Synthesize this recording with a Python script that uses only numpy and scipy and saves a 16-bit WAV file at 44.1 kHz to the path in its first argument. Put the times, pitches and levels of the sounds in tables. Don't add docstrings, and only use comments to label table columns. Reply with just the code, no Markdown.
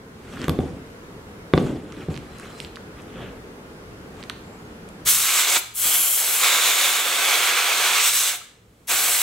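import sys
import numpy as np
from scipy import signal
from scipy.io import wavfile
from scipy.ndimage import uniform_filter1d

SR = 44100
rng = np.random.default_rng(int(sys.argv[2]) if len(sys.argv) > 2 else 0)


def materialize(psi):
    bounded = np.clip(np.atleast_2d(psi).T, -1, 1)
    quanta = np.round(bounded * 32767).astype(np.int16)
    wavfile.write(sys.argv[1], SR, quanta)


def volts_from_db(level):
    exponent = np.asarray(level, float) / 20
    return 10 ** exponent


N = 406602


def read(points, hz):
    pitch_hz, value = np.transpose(points)
    return np.interp(np.log(hz + 1), np.log(pitch_hz + 1), value)


def follow(rows, column, rest=-120):
    out = np.full(N, float(rest))
    rows = np.array(rows)
    at = np.arange(round(rows[0, 0] * SR), min(round(rows[-1, 0] * SR), N))
    out[at] = np.interp(at / SR, rows[:, 0], rows[:, column])
    return out


def add(mix, start_s, sound):
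    part = mix[:, round(start_s * SR):][:, :sound.shape[1]]
    part += sound[:, :part.shape[1]]


def no_phase(hz):
    return 0 * hz


def noise(colour_db, same, patchy_db, phase=no_phase, size=1024):
    hz = np.fft.rfftfreq(size, 1 / SR)
    a, b, c, d, patch = rng.standard_normal((4 * N // size + 5, len(hz), 5)).T
    patch = uniform_filter1d(patch, size=10, axis=0)
    patch = uniform_filter1d(patch, size=8, axis=1)
    like = np.clip(read(same, hz), -1, 1)[:, None]
    left = a + 1j * b
    right = like * left + np.sqrt(1 - like ** 2) * (c + 1j * d)
    right = right * np.exp(-1j * phase(hz))[:, None]
    level_db = colour_db(hz)[..., None] + patchy_db * patch / patch.std()
    spectra = np.array([left, right]) * volts_from_db(level_db)
    x = signal.istft(spectra, nperseg=size, noverlap=size - size // 4)[1][:, :N]
    return x / x.mean(0).std()


def gritty(spread_db, size):
    rough = uniform_filter1d(rng.standard_normal(N), size)
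    gain = volts_from_db(spread_db * rough / rough.std())
    return gain / np.sqrt(np.mean(gain ** 2))


# (per Hz, relative)
HUM_COLOUR = [(15, -39), (25, -3), (49, -0.5), (144, -3.5), (174, -0.5), (361, -5), (435, -1), (586, -10.5),
              (901, -13), (1460, -14), (3470, -25), (8000, -32), (11500, -35), (15700, -42)]
DEEP_COLOUR = [(15, -31), (30, -10), (60, 7), (110, -3.5), (200, -9), (400, -80.5)]
# pitch_hz, likeness (-1 to 1)
HUM_LIKENESS = [(60, 0.97), (180, 1), (550, 0.73), (1650, -0.31), (4970, -0.28), (15000, 0.25)]
# start_s, level_db
DEEP_SWELLS = [(5.05, -70), (5.45, -59), (5.7, -44), (6.0, -42), (6.3, -58), (8.3, -63), (8.6, -44),
               (9.22, -50)]


def hum():
    shop_hum = noise(lambda hz: read(HUM_COLOUR, hz), HUM_LIKENESS, 1.0, size=2048)
    deep = noise(lambda hz: read(DEEP_COLOUR, hz), HUM_LIKENESS, .7, size=4096)
    return volts_from_db(-41) * shop_hum + volts_from_db(follow(DEEP_SWELLS, column=1)) * deep


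def fuzzy_tone(rows, width_hz):
    turns = np.cumsum(follow(rows, column=1, rest=0)) / SR
    r = np.exp(-np.pi * width_hz / SR)
    drive = rng.standard_normal(N) + 1j * rng.standard_normal(N)
    wander = signal.lfilter([1], [1, -2 * r, r * r], drive)
    tone = (wander * np.exp(2j * np.pi * turns)).real
    return volts_from_db(follow(rows, column=2)) * tone / tone.std()


# start_s, level_db
MOTOR_LEVEL = [(0, -57.5), (5.3, -60), (5.6, -41), (6.0, -39.5), (6.1, -47), (7.1, -52), (8.0, -48.5),
               (9.22, -45)]


def far_motor():
    pitch_hz = 111.7
    rows = [(start_s, pitch_hz, level_db) for start_s, level_db in MOTOR_LEVEL]
    return fuzzy_tone(rows, width_hz=9)


# (per Hz, relative)
RUMBLE_COLOUR = [(24, -46), (40, -17), (69, -6.5), (152, -2), (215, -2.5), (257, -1.5), (490, -9),
                 (641, -16), (1000, -26.5), (1300, -52), (2200, -120)]
SCRAPE_COLOUR = [(470, -22), (800, -0.5), (940, -14), (1120, 1), (1580, -1.5), (2340, -5), (3360, -6),
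                 (5000, -32), (6500, -47), (11000, -120)]
RUSTLE_COLOUR = [(2820, -1.5), (4800, -4), (7980, -3.5), (8650, -6), (9430, -7.5), (15000, -20),
                 (16000, -31.5)]
# pitch_hz, likeness (0 to 1)
AIR_LIKENESS = [(100, 1), (700, 0.99), (1300, 1), (2400, 0.86), (4400, 0.83), (8000, 0.7), (12000, 0.55),
                (15000, 0.6)]
# start_s, rumble_db, scrape_db, rustle_db
ROCKING = [(0.503, -23.5, -48, -51), (.6, -27, -49.5, -53), (1.55, -18, -43, -41.5),
           (1.59, -22, -44.5, -49), (2.099, -30, -49, -48)]
# rumble_db_per_s, scrape_db_per_s, rustle_db_per_s
ROCKING_FADE = (80, 57, 72)
# start_s, strongest_s, end_s, then at the strongest rumble_db, scrape_db, rustle_db
DRAGGING = [(.12, 0.332, 0.52, -41, -45, -49), (0.326, 0.448, 0.51, -29.5, -36.5, -44),
            (1.56, 1.67, 1.81, -36, -49, -53), (1.794, 2.025, 2.13, -36, -43, -50.5),
            (2.23, 2.434, 2.8, -46, -46, -51.5), (2.492, 2.632, 2.7, -43.5, -71, -47),
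            (2.85, 3.0, 3.12, -61.5, -49, -62), (3.05, 3.222, 3.42, -34, -40, -58),
            (4.078, 4.208, 4.4, -48.5, -50, -53)]


def handling():
    rumble = noise(lambda hz: read(RUMBLE_COLOUR, hz), [(60, .99), (900, .93)], 1.5, size=2048)
    rumble = rumble * gritty(1.2, size=500)
    scrape = noise(lambda hz: read(SCRAPE_COLOUR, hz), AIR_LIKENESS, 2.5, size=512) * gritty(2.5, size=90)
    rustle = noise(lambda hz: read(RUSTLE_COLOUR, hz), AIR_LIKENESS, 3, size=512) * gritty(1.8, size=60)
    t = np.arange(N) / SR
    swell = np.zeros((3, N))
    fading = volts_from_db(-np.outer(ROCKING_FADE, t[:SR]))
    for start_s, *level_db in ROCKING:
        add(swell, start_s, volts_from_db(level_db)[:, None] * fading)
    edge_db = -22
    for start_s, top_s, end_s, *level_db in DRAGGING:
        shape_db = np.interp(t, (start_s, top_s, end_s), (edge_db, 0, edge_db), -120, -120)
        swell += np.outer(volts_from_db(level_db), volts_from_db(shape_db))
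    swell = uniform_filter1d(swell, size=300, axis=1)
    return swell[0] * rumble + swell[1] * scrape + swell[2] * rustle


SMALL_PARTS = {"plastic": (2100, 4804, -7, -0.09), "nozzle": (2500, 13000, -.5, .035),
               "wire": (6000, 11500, -1, .009), "fitting": (1041, 2000, -3, -0.21),
               "connector": (1212, 8000, -9, -0.05), "clip": (10500, 14000, -11, .02),
               "drip": (1148.5, 1352, 3, -1), "valve": (770, 8200, 1, 0.016)}
# start_s, peak_db, part
TICK_TIMES = [(0.417, -21, "connector"), (.443, -20, "connector"), (.4945, -14.5, "plastic"),
              (0.4953, -22, "wire"), (.4945, -25, "clip"), (1.578, -13, "plastic"), (1.585, -21, "plastic"),
              (.372, -25, "fitting"), (.482, -24, "wire"), (.482, -31, "clip"), (2.758, -36, "wire"),
              (2.764, -31, "connector"), (3.02, -41, "wire"), (1.923, -25, "connector"),
              (1.968, -35, "plastic"), (2.143, -26, "plastic"), (2.156, -27, "connector"),
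              (2.164, -24, "plastic"), (2.176, -22.5, "connector"), (2.385, -33, "wire"),
              (2.398, -28.5, "wire"), (2.398, -29, "fitting"), (2.458, -33, "fitting"),
              (2.603, -26.5, "wire"), (2.602, -17, "plastic"), (2.648, -22.5, "plastic"),
              (2.758, -25, "plastic"), (2.77, -26.5, "fitting"), (4.228, -25, "plastic"),
              (4.238, -25, "connector"), (4.298, -15.5, "connector"), (4.298, -17, "plastic"),
              (4.298, -27, "wire"), (4.301, -22, "fitting"), (4.41, -55, "clip"), (4.889, -34, "wire"),
              (4.889, -39, "plastic"), (8.873, -17, "nozzle"), (8.412, -20, "drip"), (5.567, 1.5, "valve")]


def ticks():
    soft_hz = 2500
    out = np.zeros((2, N))
    t = np.arange(SR // 20) / SR
    rattles = rng.standard_normal((len(TICK_TIMES), len(t)))
    for (start_s, peak_db, part), rattle in zip(TICK_TIMES, rattles):
        low_hz, high_hz, side_db, t60_s = SMALL_PARTS[part]
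        drive = (t == 0) + .25 * rattle * volts_from_db(-60 * t / max(t60_s, .002))
        drive = signal.lfilter([1], [1, -np.exp(-2 * np.pi * soft_hz / SR)], drive)
        band = signal.butter(4, [low_hz, high_hz], "bandpass", fs=SR, output="sos")
        tick = signal.sosfilt(band, drive)
        level_db = peak_db + np.array([[.5], [-.5]]) * side_db
        add(out, start_s, volts_from_db(level_db) * tick / abs(tick).max())
    return out


# pitch_hz, t60_s (time to fade 60 dB)
SHOP_FADE = [(250, 0.43), (1000, 0.54), (4000, 0.52), (9000, 0.41), (15000, 0.32)]
# pitch_hz, likeness (0 to 1)
SHOP_LIKENESS = [(300, 0.78), (1500, 0.32), (6000, .3)]


def shop(x):
    taps = np.zeros((2, SR))
    at = np.arange(200, SR - 20, 20) + rng.integers(0, 20, (2, (SR - 201) // 20))
    np.put_along_axis(taps, at, rng.choice([-1., 1.], at.shape), 1)
    hz, t, z = signal.stft(taps, SR, nperseg=256)
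    like = np.clip(read(SHOP_LIKENESS, hz), 0, 1)[:, None]
    z = np.array([z[0], like * z[0] + np.sqrt(1 - like ** 2) * z[1]])
    fade = volts_from_db(-60 * t / read(SHOP_FADE, hz)[:, None])
    tail = signal.istft(z * fade, SR, nperseg=256)[1]
    tail = tail / np.linalg.norm(tail[0])
    return signal.fftconvolve(x.mean(0)[None], tail, axes=1)[:, :N]


# start_s, peak_db, high_lift_db (above 1000 Hz), deep_lift_db (below 200 Hz)
THUD_TIMES = [(0.482, -7, -7, 9.5), (0.4948, -9.5, -5, 10), (0.589, -5.5, -22, 8.5),
              (1.5367, 1.5, -10.5, 3), (1.5421, -9, -7, 16), (1.577, -1.5, -11, -10),
              (1.583, -12, -9.5, -17), (1.64, -9.5, -41, 9), (1.748, -17.5, -34, 4),
              (2.085, -12, -27, 13.5), (5.083, -33, -9, -9), (5.569, -14, -14, -8), (5.856, -14.5, -10, -6),
              (6.0, -17.5, -22, -3)]
# pitch_hz, level_db (relative), t60_s (time to fade 60 dB)
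BENCH_TONES = [(85, -11.5, 0.21), (164, 0.5, 0.046), (246, -3, 0.045), (260, -10, 0.1), (326, 12, 0.018),
               (384, 2, 0.024), (472, -11.5, 0.077), (750, -12.5, 0.066), (957, -15, 0.015),
               (1184, 10.5, 0.014), (1496, 16, 0.0051), (1980, 10.5, 0.0045), (2700, -5, 0.011),
               (3510, 1.5, 0.012), (4080, -79, 0.014)]


def thuds():
    out = np.zeros((2, N))
    t = np.arange(SR // 3) / SR
    chance = rng.standard_normal((len(THUD_TIMES), len(BENCH_TONES)))
    for (start_s, peak_db, high_db, deep_db), spot in zip(THUD_TIMES, chance):
        blow = np.zeros(len(t))
        for (hz, tone_db, t60_s), luck in zip(BENCH_TONES, spot):
            level_db = tone_db + 1.5 * luck + high_db * (hz > 1000) + deep_db * (hz < 200)
            swell = 1 - np.exp(-1.5 * hz * t)
            blow += volts_from_db(level_db - 60 * t / t60_s) * swell * np.sin(2 * np.pi * hz * t)
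        add(out, start_s, volts_from_db(peak_db) * np.array([blow, blow]) / abs(blow).max())
    return out


# start_s, pitch_hz, level_db
SQUEAK_CURVE = [(1.87, 3850, -72), (2.06, 4050, -64), (2.2, 4050, -69), (2.42, 4060, -62), (2.6, 4080, -58),
                (2.66, 4080, -61), (2.74, 4060, -71)]


def feet_squeak():
    return fuzzy_tone(SQUEAK_CURVE, width_hz=41)


# start_s, pitch_hz, level_db
WHISTLE_CURVE = [(4.41, 7300, -70), (4.45, 7400, -64), (4.5, 7350, -67), (4.55, 7700, -62),
                 (4.575, 7600, -64), (4.59, 6800, -66), (4.625, 7300, -68), (4.64, 6400, -66),
                 (4.66, 6500, -61), (4.68, 6500, -76)]


def nozzle_whistle():
    return fuzzy_tone(WHISTLE_CURVE, width_hz=120)


# valve_opens_s, rise_s, valve_closes_s, fall_s
BLAST_TIMES = [(5.047, .045, 5.566, .04), (5.736, .09, 8.335, .055), (8.869, .045, 9.4, .05)]


def valve(power):
    t = np.arange(N) / SR
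    flow = np.zeros(N)
    for opens_s, rise_s, closes_s, fall_s in BLAST_TIMES:
        way = np.clip(np.minimum((t - opens_s) / rise_s, 1 - (t - closes_s) / fall_s), 0, 1)
        flow += np.sin(np.pi / 2 * way) ** power
    return flow + volts_from_db(-43.5) * (t > BLAST_TIMES[0][0])


def resonance(x, rows, width_hz):
    start = round(rows[0][0] * SR)
    band = np.zeros_like(x)
    turn = np.exp(2j * np.pi * np.cumsum(follow(rows, column=1, rest=0)[start:]) / SR)
    r = np.exp(-np.pi * width_hz / SR)
    smooth = signal.lfilter([(1 - r) ** 2], [1, -2 * r, r * r], x[:, start:] / turn)
    band[:, start:] = 2 * (turn * smooth).real
    return volts_from_db(follow(rows, column=2)) * band


# (per Hz, relative)
GURGLE_COLOUR = [(120, -58), (200, -22), (447, -1), (642, -2), (722, 1.5), (796, 1), (1050, -5.5),
                 (1360, -35), (2310, -120)]
ROAR_COLOUR = [(560, -52), (950, -9), (1230, -2.5), (1680, -5), (1840, -7), (2240, 0), (2950, -7.5),
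               (3840, -33), (6490, -120)]
WHOOSH_COLOUR = [(1680, -35.5), (2850, -2.5), (3110, -2.5), (3620, -0.5), (4080, -0.5), (4480, -5.5),
                 (4900, -8), (6370, -38), (10800, -120)]
HISS_COLOUR = [(2760, -41), (4700, -5.5), (5320, -1), (6040, 1.5), (6720, 1.5), (7770, 1.5), (9050, -3),
               (9700, -20.5), (12600, -32), (21300, -120)]
SIZZLE_COLOUR = [(5470, -28.5), (9300, -3), (13300, -4.5), (15100, -10.5), (15800, -4)]
# share following the passing air (the rest follows the leak), level_db
AIR_SHARES = [(0.99, -11), (1, 0.33), (0.74, -1.5), (0.43, -1.1), (.01, 0.5)]
# pitch_hz, width_hz, lift_db
CHAMBER_PEAKS = [(707, 33, 4.5), (1300, 100, -1), (1480, 51, -2), (1540, 91, 2.5), (2160, 56, 0.5),
                 (2570, 46, 3.5), (3450, 150, -1.5), (3700, 340, -4), (6200, 170, 2), (7600, 330, -3.5),
                 (8230, 200, 3.5)]
# pitch_hz, left_minus_right_db
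SIDE_BY_PITCH = [(60, -17), (120, 9.5), (240, -0.5), (480, 0), (950, 0.5), (1890, -4), (3770, -1.5),
                 (7520, -0.5), (15000, 3)]
# pitch_hz, lead_rad
LEFT_LEAD = [(0, 0.2), (1810, 0.36), (2410, 0.5), (3190, 0.058), (4740, 0.41), (5340, 0.9), (6460, 0.64),
             (8440, -0.0055), (9300, 1.4), (10700, 0.72), (11800, 0.84), (12700, 1.1), (13600, 0.4),
             (16600, -0.1)]
# start_s, passing_db (through the pump),
# leaking_db (at the inlet)
AIR_PATHS = [(5.05, -20, -19.5), (5.1, -27, -10.5), (5.19, -24, -12), (5.3, -17.5, -11.5), (5.4, -13, -7),
             (5.46, -14, -10.5), (5.55, -12.5, -3.5), (5.568, -4.5, -9), (5.6, -28, 2), (5.76, -20, -5),
             (5.81, -26.5, -7), (5.86, -16.5, -6.5), (6.0, -17, -5.5), (6.16, -20, -4), (6.21, -14.5, -5.5),
             (6.39, -13.5, -5), (6.44, -4, -6.5), (6.7, -4.5, -4.5), (6.97, -6.5, -6), (7.04, -9, -11),
             (7.33, -5, -9), (7.56, -6.5, -13), (7.8, -8, -11.5), (7.97, -6.5, -8), (8.08, -9, 1),
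             (8.11, -11.5, -5), (8.15, -11.5, 0.5), (8.29, -11, -5), (8.34, -17, -14), (8.9, -12, -10.5),
             (8.98, -14, -8), (9.22, -13.5, -6.5)]
# start_s, gurgle_lift_db, sizzle_lift_db
STRAY_LIFTS = [(5.05, -9, -1), (5.55, 0.8, -3.2), (5.9, 1.2, 1), (6.2, 4, 1.1), (6.45, -1.3, 1),
               (7.1, 2.5, 1), (7.5, -0.4, 2), (7.9, 0.5, -.1), (8.02, -4.5, -4.5), (8.28, -3.5, -2.5),
               (8.37, 4, 0), (8.9, 3, 1), (9.22, -0.8, 2.2)]
# start_s, pitch_hz, band_db (added to the air there)
PIPE_BAND = [(5.05, 3450, -7), (5.33, 3670, -7), (5.8, 3310, -0.5), (6.07, 3160, 1.5), (6.36, 3540, -9),
             (6.44, 3650, 3), (7.04, 3580, -0.5), (7.16, 3430, -0.5), (7.78, 3410, -6), (8.19, 3760, -2),
             (8.29, 3480, -3), (9.029, 3420, -11), (9.14, 3620, -32), (9.22, 3530, -13)]
RIM_BAND = [(5.05, 7640, -7), (6.12, 7470, 3), (6.25, 7770, -1), (6.72, 7100, -3.5), (7.2, 7700, -8),
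            (7.43, 7400, -21), (7.9, 7600, -17), (8.06, 7900, -6), (8.31, 7800, -6), (8.57, 7500, -11),
            (9.22, 7700, 2.5)]
GAP_BAND = [(5.74, 12600, -37), (5.85, 13000, -19), (6.0, 11400, 1), (6.12, 11900, -7), (6.32, 12300, -20),
            (6.45, 12000, -25)]
# start_s, left_minus_right_db (before the mean of the column is taken off)
AIR_LEAN = [(5.0, -3), (6.1, -2.4), (6.5, -2.9), (8.28, -3.5), (8.6, -2.5), (9.22, -3.5)]


def air_colour(table):
    def colour_db(hz):
        peaks_db = sum(lift_db / (1 + (2 * (hz - f) / width_hz) ** 2) for f, width_hz, lift_db in CHAMBER_PEAKS)
        return read(table, hz) + peaks_db + np.outer([.5, -.5], read(SIDE_BY_PITCH, hz))
    return colour_db


def air():
    spits = gritty(spread_db=0.52, size=120) * gritty(spread_db=0.59, size=2000)
    passing = volts_from_db(follow(AIR_PATHS, column=1)) * valve(power=2.56)
    leaking = volts_from_db(follow(AIR_PATHS, column=2)) * valve(power=1.2)
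    gurgle_lift_db = follow(STRAY_LIFTS, column=1, rest=0)
    sizzle_lift_db = follow(STRAY_LIFTS, column=2, rest=0)
    lifts_db = (gurgle_lift_db, 0, 0, 0, sizzle_lift_db)
    colours = (GURGLE_COLOUR, ROAR_COLOUR, WHOOSH_COLOUR, HISS_COLOUR, SIZZLE_COLOUR)
    out = np.zeros((2, N))
    for (share, level_db), lift_db, table in zip(AIR_SHARES, lifts_db, colours):
        flow = passing ** np.clip(share, 0, 1) * leaking ** np.clip(1 - share, 0, 1)
        rush = noise(air_colour(table), AIR_LIKENESS, 0.8, phase=lambda hz: read(LEFT_LEAD, hz))
        out += volts_from_db(level_db + lift_db) * flow * rush
    pipe, rim = resonance(out, PIPE_BAND, width_hz=680), resonance(out, RIM_BAND, width_hz=1200)
    out = out + pipe + rim + resonance(out, GAP_BAND, width_hz=5800)
    lean_db = follow(AIR_LEAN, column=1, rest=0) - np.mean(AIR_LEAN, axis=0)[1]
    return out * spits * volts_from_db(np.outer([.5, -.5], lean_db))


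def scene():
    background = hum() + far_motor()
    rubbing = handling()
    knocks = ticks() + thuds()
    tones = feet_squeak() + nozzle_whistle()
    blast = air()
    echoes = shop(volts_from_db(-9) * (blast + knocks))
    return background + rubbing + knocks + tones + blast + echoes


def gain_control(x, size=220):
    knee_db, taken = -22.5, 0.79
    fall_s, recover_db_per_s, start_db = 0.074, 5.5, -3
    power = uniform_filter1d((x ** 2).mean(0), size=4 * size, origin=2 * size - 1)[::size]
    level_db = 10 * np.log10(abs(power) + 1e-12)
    wanted_db = -taken * np.maximum(level_db - knee_db, 0)
    gain_db = [start_db]
    step_s = size / SR
    for goal_db in wanted_db[1:]:
        now_db = gain_db[-1]
        change_db = (goal_db - now_db) * min(step_s / fall_s, 1)
        gain_db.append(now_db + min(change_db, recover_db_per_s * step_s))
    return x * volts_from_db(np.interp(np.arange(N), size * np.arange(len(wanted_db)), gain_db))


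def band_limit(x):
    return signal.sosfilt(signal.butter(12, 17090, fs=SR, output="sos"), x)


def record(dry):
    thinned = signal.sosfilt(signal.butter(2, 35, "highpass", fs=SR, output="sos"), dry)
    treble_limit = signal.firwin(numtaps=511, cutoff=15790, fs=SR)[None]
    limited = signal.oaconvolve(gain_control(thinned), treble_limit, "same")
    return band_limit(np.clip(limited, -1, 1))


dry = scene()
out = record(dry)
materialize(out)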